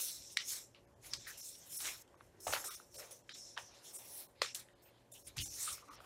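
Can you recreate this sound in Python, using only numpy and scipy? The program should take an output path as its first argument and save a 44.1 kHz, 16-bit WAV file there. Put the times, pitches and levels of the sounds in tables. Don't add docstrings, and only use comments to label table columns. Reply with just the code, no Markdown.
import sys
import numpy as np
from scipy import signal
from scipy.fft import rfft, irfft, next_fast_len
from scipy.io import wavfile
from scipy.ndimage import uniform_filter1d

SR = 44100
rng = np.random.default_rng(int(sys.argv[2]) if len(sys.argv) > 2 else 0)


def wav_out(sig):
    wavfile.write(sys.argv[1], SR, np.round(np.clip(np.atleast_2d(sig).T, -1, 1) * 32767).astype(np.int16))


def elevation(decibels):
    levels = np.asarray(decibels, float)
    return 10 ** (levels / 20)


N = 266805

RUB_EDGES_HZ = [5000, 7700, 9500, 12700, 15800]
FLEX_EDGES_HZ = [5000, 3300, 2000, 1000, 330]


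def rub():
    # pitch_hz, level_db
    microphone = [(4000, 2.5), (5000, 3.5), (5700, 0.5), (7000, -2), (12500, -0.5), (13500, -8.5),
                  (15800, -2.5)]
    drive = slips(per_s=4300, spread_db=3.0, clump_db=1.35, smooth=1.3, clump_s=0.012)
    return banded(coloured(drive, microphone), rubbing(), RUB_EDGES_HZ, patchy_db=2.5, soft=2)


def rubbing():
    # start_s, level_db, fall_20db_s, tilt_db_per_octave
    rub_flicks = [(0.0, -47.5, 0.2911, -2.5), (.385, -54, 0.2555, -16), (1.145, -57, 0.12, -6.5),
                  (1.375, -52.5, 0.18, -4), (2.405, -58, -0.4, 2), (2.472, -44.5, 0.0646, -1.5),
                  (2.645, -44.5, 0.17, 3), (2.944, -56.5, 0.22, 3), (3.11, -53, 0.09, 3),
                  (3.585, -56.5, 0.15, -9), (3.932, -56, 0.19, 8.5), (4.425, -44.5, 0.0943, -13),
                  (4.552, -43.5, 0.04, 3), (4.823, -69.5, 0.1, 3), (5.12, -55, 0.17, 3.5),
                  (5.369, -49.5, 0.14, -3.5), (4.595, -52, 0.04, 4), (6.004, -70.5, -2, 3)]
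    # top_speed_s, level_db, rise_20db_s, fall_20db_s, tilt_db_per_octave
    rub_slides = [(.33, -56, 0.09, 0.03, -10), (.24, -58, 5, 0.13, -19.5), (1.035, -63.5, .025, 0.25, -4),
                  (1.28, -52.5, 0.0245, 0.11, 4), (3.842, -61.5, -0.04, 0.2, 0),
                  (5.278, -56, 0.04, 0.04, 1.5), (2.02, -59.5, 0.1935, 0.0114, 2),
                  (0.041, -42.5, 5, 0.1735, 4.5), (0.507, -39.5, 0.0666, 0.112, -1),
                  (.6, -54.5, 0.5, 0.0846, -7.5), (1.061, -59.5, 0.0187, 0.15, 3.5),
                  (1.21, -57, 0.0422, 0.28, -25), (1.468, -49.5, 0.0842, 0.17, 0),
                  (1.762, -45, 0.1038, 0.14, 8), (1.891, -43, 0.152, 0.0863, 0),
                  (2.241, -74.5, 0.16, 0.12, -1), (2.455, -57.5, 0.0313, -0.2, 0),
                  (2.544, -41.5, 0.09, 0.1062, 0.5), (2.765, -53.5, .08, -0.01, -1.5),
                  (2.989, -54, -0.09, 0.15, -2), (3.345, -55, 0.03, 0.296, -12.5),
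                  (3.49, -59.5, 0.24, .07, -20), (3.745, -66, 0.04, 0.15, -8.5),
                  (3.876, -57, -0.05, 0.14, -1), (3.96, -52.5, -0.02, 0.11, 5),
                  (4.1, -53.5, 0.1513, 0.15, 9.5), (4.202, -50.5, 0.145, 0.08, 12),
                  (5.422, -44, 0.04, 0.0952, -2), (5.63, -42.5, 0.1738, 0.1341, -1),
                  (5.73, -45, 0.0736, 0.0754, -0.5), (5.955, -68, 0.3, -0.01, -2)]
    rub_bands_db = [-0.5, -3, -2.5, -7.5]
    return strokes(rub_flicks, rub_slides, rub_bands_db, RUB_EDGES_HZ, dulls_db=4.5)


def slips(per_s, spread_db, clump_db, smooth, clump_s):
    width = int(clump_s * SR)
    clumps = evened(uniform_filter1d(uniform_filter1d(rng.standard_normal(N), width), width))
    size = elevation(spread_db * np.minimum(rng.exponential(1, N), 4))
    clicks = size * rng.choice([-1., 1.], N) * (rng.random(N) < per_s / SR)
    return elevation(clump_db * clumps) * (evened(clicks) + smooth * rng.standard_normal(N))


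def strokes(flicks, slides, bands_db, edges_hz, dulls_db):
    t = np.arange(N // 64 + 5) * 64 / SR
    rise_s = 0.0051
    sudden = [(s, db, rise_s, fall_s, tilt) for s, db, fall_s, tilt in flicks]
    down_db = np.vstack([fading(sudden, t, bend=1.13), fading(slides, t, bend=1.22)])
    rows = np.array([row[1::3] for row in sudden + slides])
    centres = np.multiply(edges_hz[1:], edges_hz[:-1])
    octaves = np.log2(centres / edges_hz[0] / edges_hz[1])[:, None, None] / 2
    tilt = rows[:, 1:] - dulls_db * np.minimum(down_db, 60) / 20
    shares = elevation(2 * (np.array(bands_db)[:, None, None] + tilt * octaves))
    power = elevation(2 * np.maximum(rows[:, :1] - down_db, -150))
    return (shares / shares.sum(0) * power).sum(1)


def fading(rows, t, bend):
    s, rise_s, fall_s = (np.array([row[k] for row in rows])[:, None] for k in (0, 2, 3))
    return 20 * abs((t - s) / np.where(t < s, abs(rise_s), abs(fall_s))) ** bend


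def banded(drive, shares, edges_hz, patchy_db, soft):
    hz, t, z = signal.stft(drive, SR, nperseg=256, noverlap=192)
    power = np.zeros(z.shape)
    for share, a, b in zip(shares, edges_hz, edges_hz[1:]):
        inside = (hz >= min(a, b)) & (hz < max(a, b))
        power[inside] = share[:len(t)] * SR / 2 / abs(b - a)
    patches = uniform_filter1d(rng.standard_normal(z.shape), 4, 0)
    patches = evened(uniform_filter1d(uniform_filter1d(patches, 30, 1), 30, 1))
    gain = np.sqrt(abs(uniform_filter1d(power, soft, 0))) * elevation(patchy_db * patches)
    return signal.istft(z * gain, SR, nperseg=256, noverlap=192)[1][:N]


def flex():
    # start_s, level_db, fall_20db_s, tilt_db_per_octave
    flex_flicks = [(0.0, -58, 0.1078, -1), (.385, -45, 0.0637, 6), (1.14, -54, 0.03, 3.5),
                   (1.268, -60, 0.186, -1.5), (2.208, -64, -0.02, -9.5), (2.472, -46, 0.0374, -3.5),
                   (2.643, -56, 0.067, -3), (2.8, -63.5, .04, -4.5), (2.945, -65.5, 0.26, 3.5),
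                   (3.296, -57.5, 0.1, 2), (3.581, -55.5, 0.06, -3), (4.356, -70, .05, -2),
                   (4.426, -42.5, 0.0624, 2.5), (3.567, -57, 0.01, -3), (4.557, -57.5, 0.11, 0.5),
                   (5.122, -66, 0, 2), (5.271, -63.5, -0.1, 4), (5.382, -55, 0.08, 10),
                   (5.367, -57, 0.06, 1), (1.805, -53.5, 0.09, 1), (.749, -67.5, 0.08, 0),
                   (5.46, -56.5, 0, 6.5)]
    # most_bent_s, level_db, rise_20db_s, fall_20db_s, tilt_db_per_octave
    flex_slides = [(.12, -60.5, -4.25, 0.23, 14.5), (0.5203, -56, 0, 0.11, 3), (1.055, -65, 0.03, 0.14, -2),
                   (1.11, -68, 0.1, 0.16, 0.5), (1.3, -62.5, 0.13, .15, 4.5),
                   (1.8774, -47.5, 0.0832, 0.0924, 0.5), (2.44, -76, -1.5, -0.2, -8.5),
                   (2.537, -45, 0.052, 0.09, -4.5), (2.72, -61.5, 0.12, 0.13, 5.5),
                   (3.0, -60.5, 0.0366, 0.19, -3), (3.8, -67, 0.3, 0.26, 3), (3.98, -68, .1, 0.27, -2),
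                   (4.21, -65, 0.3, 0.08, 3.5), (4.07, -67, 0.53, 0.32, -10.5),
                   (4.49, -54.5, 0.0744, 0.0054, 5), (4.895, -76.5, 0.5, 0.3, -1),
                   (5.69, -52.5, 0.13, 0.12, 1.5), (5.93, -65, 0.1442, -0.5, -4.5),
                   (4.4, -64.5, 0.04, .08, 5), (3.72, -73, 0.2, 0.3, -7), (2.6, -63, .015, 0.16, 2),
                   (1.706, -65.5, 0.16, 0.17, 1.5)]
    flex_bands_db = [0.5, -2, -4.5, -11.5]
    spill_db = [-13, -22.5, -29, -46]
    # pitch_hz, level_db
    notch = [(1000, -0.5), (4300, -1), (4800, -4.5)]
    drive = slips(per_s=1500, spread_db=3.0, clump_db=1.5, smooth=1.254, clump_s=0.0194)
    power = strokes(flex_flicks, flex_slides, flex_bands_db, FLEX_EDGES_HZ, dulls_db=2.5)
    power = power + elevation(2 * np.array(spill_db))[:, None] * rubbing()[0]
    return banded(coloured(drive, notch), power, FLEX_EDGES_HZ, patchy_db=2.5, soft=2)


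def snaps():
    # start_s, peak_db, low_ring_hz, high_ring_hz, high_ring_db
    creases = [(0.371, -15.5, 2360, 3800, 1.5), (0.505, -32.5, 2760, 5800, 10.5),
               (.2224, -44, 3520, 6000, 8), (.3027, -47, 2990, 5830, 4.5), (1.0679, -48, 2500, 6020, 1.5),
               (2.077, -60, 3200, 7000, -2), (1.552, -46, 3020, 5550, 10), (1.135, -26, 2370, 4930, 17.5),
               (1.803, -38, 2620, 5400, 3), (1.855, -31.5, 2860, 5400, -7.5), (2.468, -28, 640, 3670, -13),
               (2.526, -29, 794, 2200, -2.5), (2.535, -21.5, 1320, 3104, -4.5),
               (2.641, -37, 1208, 6160, -5), (2.944, -50, 4260, 3210, -5), (3.108, -49, 573.3, 10000, -3),
               (3.293, -37, 2170, 3143, -4), (3.576, -27, 1682, 2720, -7), (4.418, -17, 2053, 4250, 2),
               (4.547, -28, 3200, 8410, 23.5), (5.123, -44.5, 567, 9900, 13.5),
               (5.381, -29, 2800, 6500, -8), (5.388, -28.5, 3000, 4400, 0.5), (5.54, -39, 5470, 9000, 1)]
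    # start_s, peak_db, ring_hz
    ticks = [(0.747, -47, 2866), (1.046, -49.5, 1820), (1.273, -42.5, 1647), (2.143, -58, 1140),
             (2.209, -54, 1274), (2.8, -52, 1284), (2.48, -34, 900), (2.505, -39, 760),
             (3.566, -51.5, 1000), (3.5705, -40.5, 1010), (3.5734, -40, 900), (3.583, -43.5, 885),
             (4.431, -33.5, 2050), (4.447, -35, 1300), (5.369, -43, 1420), (5.934, -49, 1130),
             (1.132, -45.5, 1216), (2.549, -33, 2290), (2.563, -40, 1700), (4.686, -53, 1900),
             (5.677, -49.5, 1190), (5.78, -49, 1090), (5.887, -59, 1165), (6.004, -47.5, 1123)]
    tick_high_hz, tick_high_db = 5070, -27.5
    direct, feed, t = np.zeros(N + 1000), np.zeros(N + 1000), np.arange(800) / SR
    events = creases + [(*row, tick_high_hz, tick_high_db) for row in ticks]
    for s, peak_db, low_hz, high_hz, high_db in events:
        snap = crease_ring(t, low_hz, high_hz, high_db)
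        at = round((s - .0002) * SR)
        creak = evened(resonate(rng.standard_normal(len(t)), low_hz, 0.67 * low_hz))
        creak *= np.exp((t - t[-1]) / .0015)
        direct[at - len(t):at] += elevation(peak_db - 23.5) * creak
        direct[at:at + len(t)] += elevation(peak_db) * snap
        tail_db = -11 - 0.2253 * (peak_db + 31.5)
        feed[at:at + len(t)] += elevation(peak_db + tail_db) * snap
    return direct[:N], feed[:N]


def crease_ring(t, low_hz, high_hz, high_db):
    # pitch_hz, density_db_per_hz
    crack_tone = [(300, -19), (1500, -5), (4000, 7.5), (8000, -1.5), (15500, -19.5)]
    attack = (t / .0006) ** 2
    burst = rng.standard_normal(len(t)) * attack * np.exp(-t / 0.0004)
    low = resonate(resonate(burst, low_hz, 0.32 * low_hz), low_hz, 1.3 * low_hz)
    high = resonate(burst, high_hz, 0.129 * high_hz)
    rings = peaked(low) + elevation(high_db) * peaked(high)
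    crack = coloured(rng.standard_normal(len(t)), crack_tone) * attack * np.exp(-t / 0.001785)
    crack = signal.lfilter(*signal.butter(2, .6 * low_hz, "highpass", fs=SR), crack)
    snap = rings + elevation(high_db - 7.0) * peaked(crack)
    snap = signal.lfilter(*signal.butter(2, 0.44 * low_hz, "highpass", fs=SR), snap)
    return peaked(signal.lfilter(*signal.butter(4, 11500, fs=SR), snap))


def ridges():
    # start_s, length_s, pitch_hz, width_hz, level_db
    patches = [(0.2, 0.17, 5600, 900, -60.5), (1.025, 0.083, 10800, 2500, -61), (1.1, .07, 5400, 700, -53),
               (1.59, 0.0787, 6220, 2000, -61), (1.731, 0.11, 10000, 2000, -50),
               (2.648, 0.046, 8500, 3700, -45), (3.108, 0.026, 10000, 1100, -54.5),
               (3.3, 0.19, 5420, 570, -59), (3.44, 0.1345, 5500, 560, -62), (3.588, 0.16, 5700, 800, -63.5),
               (3.845, 0.0636, 6900, 1300, -60.5), (3.933, 0.047, 8600, 3300, -48),
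               (4.09, .14, 10400, 1700, -54), (4.817, 0.086, 14000, 2200, -73),
               (5.268, .02, 9400, 3000, -50), (5.372, .05, 4500, 2500, -50),
               (5.439, 0.15, 5740, 980, -54.5), (5.59, .15, 8770, 1800, -44.5),
               (5.92, 0.0638, 5560, 890, -64), (1.798, 0.11, 7540, 3700, -47.5),
               (.01, 0.11, 9500, 3500, -50), (2.951, 0.0516, 8900, 3000, -57),
               (1.374, 0.036, 11400, 2000, -58), (1.44, .07, 7300, 2000, -55), (5.375, .06, 3000, 770, -47),
               (4.44, .1, 5450, 790, -55.5), (4.0, .26, 5640, 900, -63.5), (.1, 0.1, 4050, 700, -59.5),
               (.31, 0.043, 8500, 3500, -59), (4.46, .07, 2700, 900, -59)]
    out = np.zeros(N)
    for s, length, hz, width, db in patches:
        arch = np.sin(np.linspace(0, np.pi, round(length * SR))).clip(0) ** 0.76
        hiss = resonate(resonate(rng.standard_normal(12000), hz, width), hz, width)
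        out[round(s * SR):][:len(arch)] += elevation(db) * evened(hiss[-len(arch):]) * arch
    return out


def pockets():
    # start_s, length_s, pitch_hz, width_hz, level_db
    cavities = [(1.258, 0.065, 1665, 480, -45.5), (2.327, 0.1367, 365, 100, -59),
                (2.672, 0.0654, 1260, 230, -47.5), (2.932, 0.19, 528, 211, -54),
                (2.6, 0.082, 1300, 130, -60.5), (4.416, 0.037, 480, 157.5, -47),
                (5.371, 0.052, 108.3, 36, -41.5), (5.45, 0.049, 795, 86, -61.5),
                (5.673, 0.021, 1289, 240, -39), (5.701, 0.0573, 1210, 250, -52.5),
                (5.873, 0.081, 1165, 225, -50.5), (5.143, 0.046, 3000, 850, -55.5),
                (4.848, 0.057, 2690, 690, -66), (3.838, 0.076, 3400, 900, -57),
                (4.416, 0.032, 1206, 320, -42), (2.468, .045, 730, 550, -43.5),
                (2.545, .04, 900, 810, -43.5), (3.575, 0.046, 750, 465, -56), (1.7, .06, 190, 49, -62.5),
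                (5.844, 0.11, 290, 34, -64.5), (2.64, 0.066, 390, 120, -55.5),
                (5.82, .03, 1120, 220, -53.5), (.02, .05, 470, 180, -59), (2.47, .05, 520, 200, -47),
                (2.46, .07, 60, 39, -55), (5.7, .05, 87, 46, -64)]
    out = np.zeros(N)
    for s, length, hz, width, db in cavities:
        u = np.linspace(0, 1.4, round(1.3 * length * SR))
        tone = resonate(resonate(rng.standard_normal(12000), hz, width), hz, width)
        swell = np.clip(u / 0.31, 0, 1) * np.clip((1.4 - u) / 2.07, 0, 1)
        out[round(s * SR):][:len(u)] += elevation(db) * evened(tone[-len(u):]) * swell
    return out


def knocks():
    # start_s, peak_db, ring_hz
    blows = [(2.143, -53, 1100), (2.209, -46, 1280), (2.536, -32.5, 595), (2.8, -47.5, 1290),
             (4.4187, -30, 520), (4.4185, -27, 1170), (4.419, -27, 3200), (4.551, -37.5, 3020),
             (5.886, -51, 1130), (6.004, -48, 1120), (3.293, -38.5, 2130)]
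    out, t = np.zeros(N + 1000), np.arange(800) / SR
    for s, peak_db, hz in blows:
        blow = t * np.exp(-t * hz / 0.12)
        width = 0.27 * hz
        ring = resonate(resonate(blow, hz, width), hz, 2 * width)
        out[round((s - .0005) * SR):][:len(t)] += elevation(peak_db) * peaked(ring)
    return out[:N]


def thud():
    # start_s, level_db, rise_20db_s, fall_20db_s
    pushes = [(.21, -65, .06, .08), (1.06, -64.5, -0.7, 0.23), (1.14, -55, -0.13, 0.14),
              (1.25, -67, -0.1, 0.31), (1.92, -68, -0.4, -0.2), (2.36, -67.5, -1, 0.4),
              (2.49, -48, -0.02, .08), (2.57, -58, 0, .08), (2.73, -69, .1, .1), (2.92, -65, .08, -0.2),
              (3.04, -67.5, 0.17, -0.1), (3.63, -62.5, 0, 0.14), (3.735, -67, .06, -0.07),
              (4.41, -66, .06, 0.14), (5.28, -60, -0.1, 0.18), (5.39, -46, 0.0166, 0.1571),
              (5.57, -61, .1, 0.2), (5.73, -60, .04, .06), (5.92, -66, 0.1, -0.5)]
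    # pitch_hz, density_db_per_hz
    desk_tone = [(21, -42), (35, -3), (108, -3), (131, -6.5), (177, -17.5), (220, -17.5), (350, -14),
                 (460, -27.5), (770, -120)]
    rest_db = -76
    down_db = fading(pushes, np.arange(N) / SR, bend=0.865)
    power = elevation(2 * (np.array(pushes)[:, 1:2] - down_db)).sum(0) + elevation(2 * rest_db)
    return elevation(-3.5) * np.sqrt(power) * coloured(rng.standard_normal(N), desk_tone)


def rustle():
    rustle_db = [-89, -87, -91.5, -88, -83, -74.5]
    power = elevation(2 * np.array(rustle_db))[:, None] * np.ones(N // 64 + 5)
    edges_hz = [12700, 7700] + FLEX_EDGES_HZ
    return banded(rng.standard_normal(N), power, edges_hz, patchy_db=1.5, soft=3)


def room(x):
    # pitch_hz, t60_s
    decay = [(300, 0.27), (1500, 0.174), (5000, 0.22), (12000, 0.384)]
    hz, t, z = signal.stft(rng.standard_normal(SR // 2), SR, nperseg=256)
    tail = signal.istft(z * elevation(-60 * t / read(decay, hz)[:, None]), SR, nperseg=256)[1]
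    tail *= np.clip((np.arange(len(tail)) / SR - .005) / 0.004, 0, 1)
    return signal.fftconvolve(x, 1.705 * tail / np.linalg.norm(tail))[:N]


def air():
    # pitch_hz, density_db_per_hz
    hiss_tone = [(12, -33), (20, -14), (113, 2), (345, 1.5), (496, 1), (570, 0), (1250, -33), (1510, -20),
                 (4630, -27.5), (5170, -27), (8790, -24), (12600, -25.5), (15800, -27)]
    # pitch_hz, width_hz, level_db
    fan = [(355.4, 2.2, -82), (567, 4.9, -78.5), (849, 2.2, -96)]
    drift, waver = (evened(uniform_filter1d(uniform_filter1d(rng.standard_normal(N), 3000), 3000))
                    for _ in range(2))
    hiss = elevation(-73 + 0.59 * drift) * coloured(rng.standard_normal(N), hiss_tone)
    hum_hz = 119 + 1.5 * drift
    hum = elevation(-76 + 2.5 * waver) * np.sin(2 * np.pi * np.cumsum(hum_hz) / SR)
    lines = sum(elevation(db) * evened(resonate(rng.standard_normal(N), hz, w)) for hz, w, db in fan)
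    return hiss + hum + lines


def evened(x):
    return x / np.sqrt(np.mean(x ** 2) + 1e-20)


def peaked(x):
    return x / abs(x).max()


def read(points, hz):
    f, value = np.transpose(points)
    return np.interp(np.log(hz + 1), np.log(f + 1), value)


def coloured(x, points):
    size = next_fast_len(len(x))
    gain = elevation(read(points, np.fft.rfftfreq(size, 1 / SR)))
    return evened(irfft(rfft(x, size) * gain, size)[:len(x)])


def resonate(x, hz, width):
    r = np.exp(-np.pi * width / SR)
    return signal.lfilter([1, 0, -1], [1, -2 * r * np.cos(2 * np.pi * hz / SR), r * r], x)


def scene():
    direct, feed = snaps()
    paper = rub() + flex() + rustle() + pockets() + ridges()
    mono = paper + thud() + knocks() + direct + room(feed) + air()
    return np.array([mono, mono])


def band(x, lo, hi):
    sos = signal.butter(10, [lo, hi], "bandpass", fs=SR, output="sos")
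    return signal.sosfiltfilt(sos, x, padtype="even", padlen=6000)


def starve(x):
    # centre_s, share_of_bands_kept
    starved = [(.391, .3), (.865, .15), (.95, .18), (1.185, .25), (1.418, .2), (1.78, .3), (2.165, .15),
               (2.698, .2), (2.762, .2), (2.975, .25), (3.232, .18), (3.338, .15), (3.98, .2), (4.278, .1),
               (4.745, .15), (5.13, .15), (5.237, .15), (5.432, .25), (5.44, .3), (5.447, .3), (5.492, .25),
               (5.898, .12)]
    out, size = x.copy(), 1050
    window = np.sqrt(signal.windows.tukey(size, .8))
    for s, share in starved:
        at = round(s * SR) - size // 2
        z = rfft(window * out[at:at + size])[:525]
        power_db = 10 * np.log10((abs(z) ** 2).reshape(-1, 3).mean(1) + 1e-18)
        stands_db = power_db - .55 * uniform_filter1d(power_db, 17)
        gain = np.where(stands_db > np.quantile(stands_db[:125], 1 - share), 1.2, .07)
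        out[at:at + size] += window * irfft(z * (np.repeat(gain, 3) - 1), size)
    return out


def drop_quiet_top(x):
    quiet_hz, quiet_db = 13330, -112
    hz, t, z = signal.stft(x, SR, nperseg=1024, noverlap=512, window="cosine")
    power_db = 10 * np.log10(abs(uniform_filter1d(abs(z) ** 2, 8, 0)) + 1e-18)
    gate = 1 / (0.5 + np.exp(np.clip(quiet_db - power_db, -30, 30)))
    kept = np.where(hz[:, None] > quiet_hz, gate, 1)
    return signal.istft(z * kept, SR, nperseg=1024, noverlap=512, window="cosine")[1][:N]


def low_pass(x):
    return signal.sosfilt(signal.butter(12, 16690, fs=SR, output="sos"), x)


def record(dry):
    mono = drop_quiet_top(starve(band(dry[0], 34, 15550)))
    return low_pass(np.array([mono, mono]))


dry = scene()
out = record(dry)
wav_out(out)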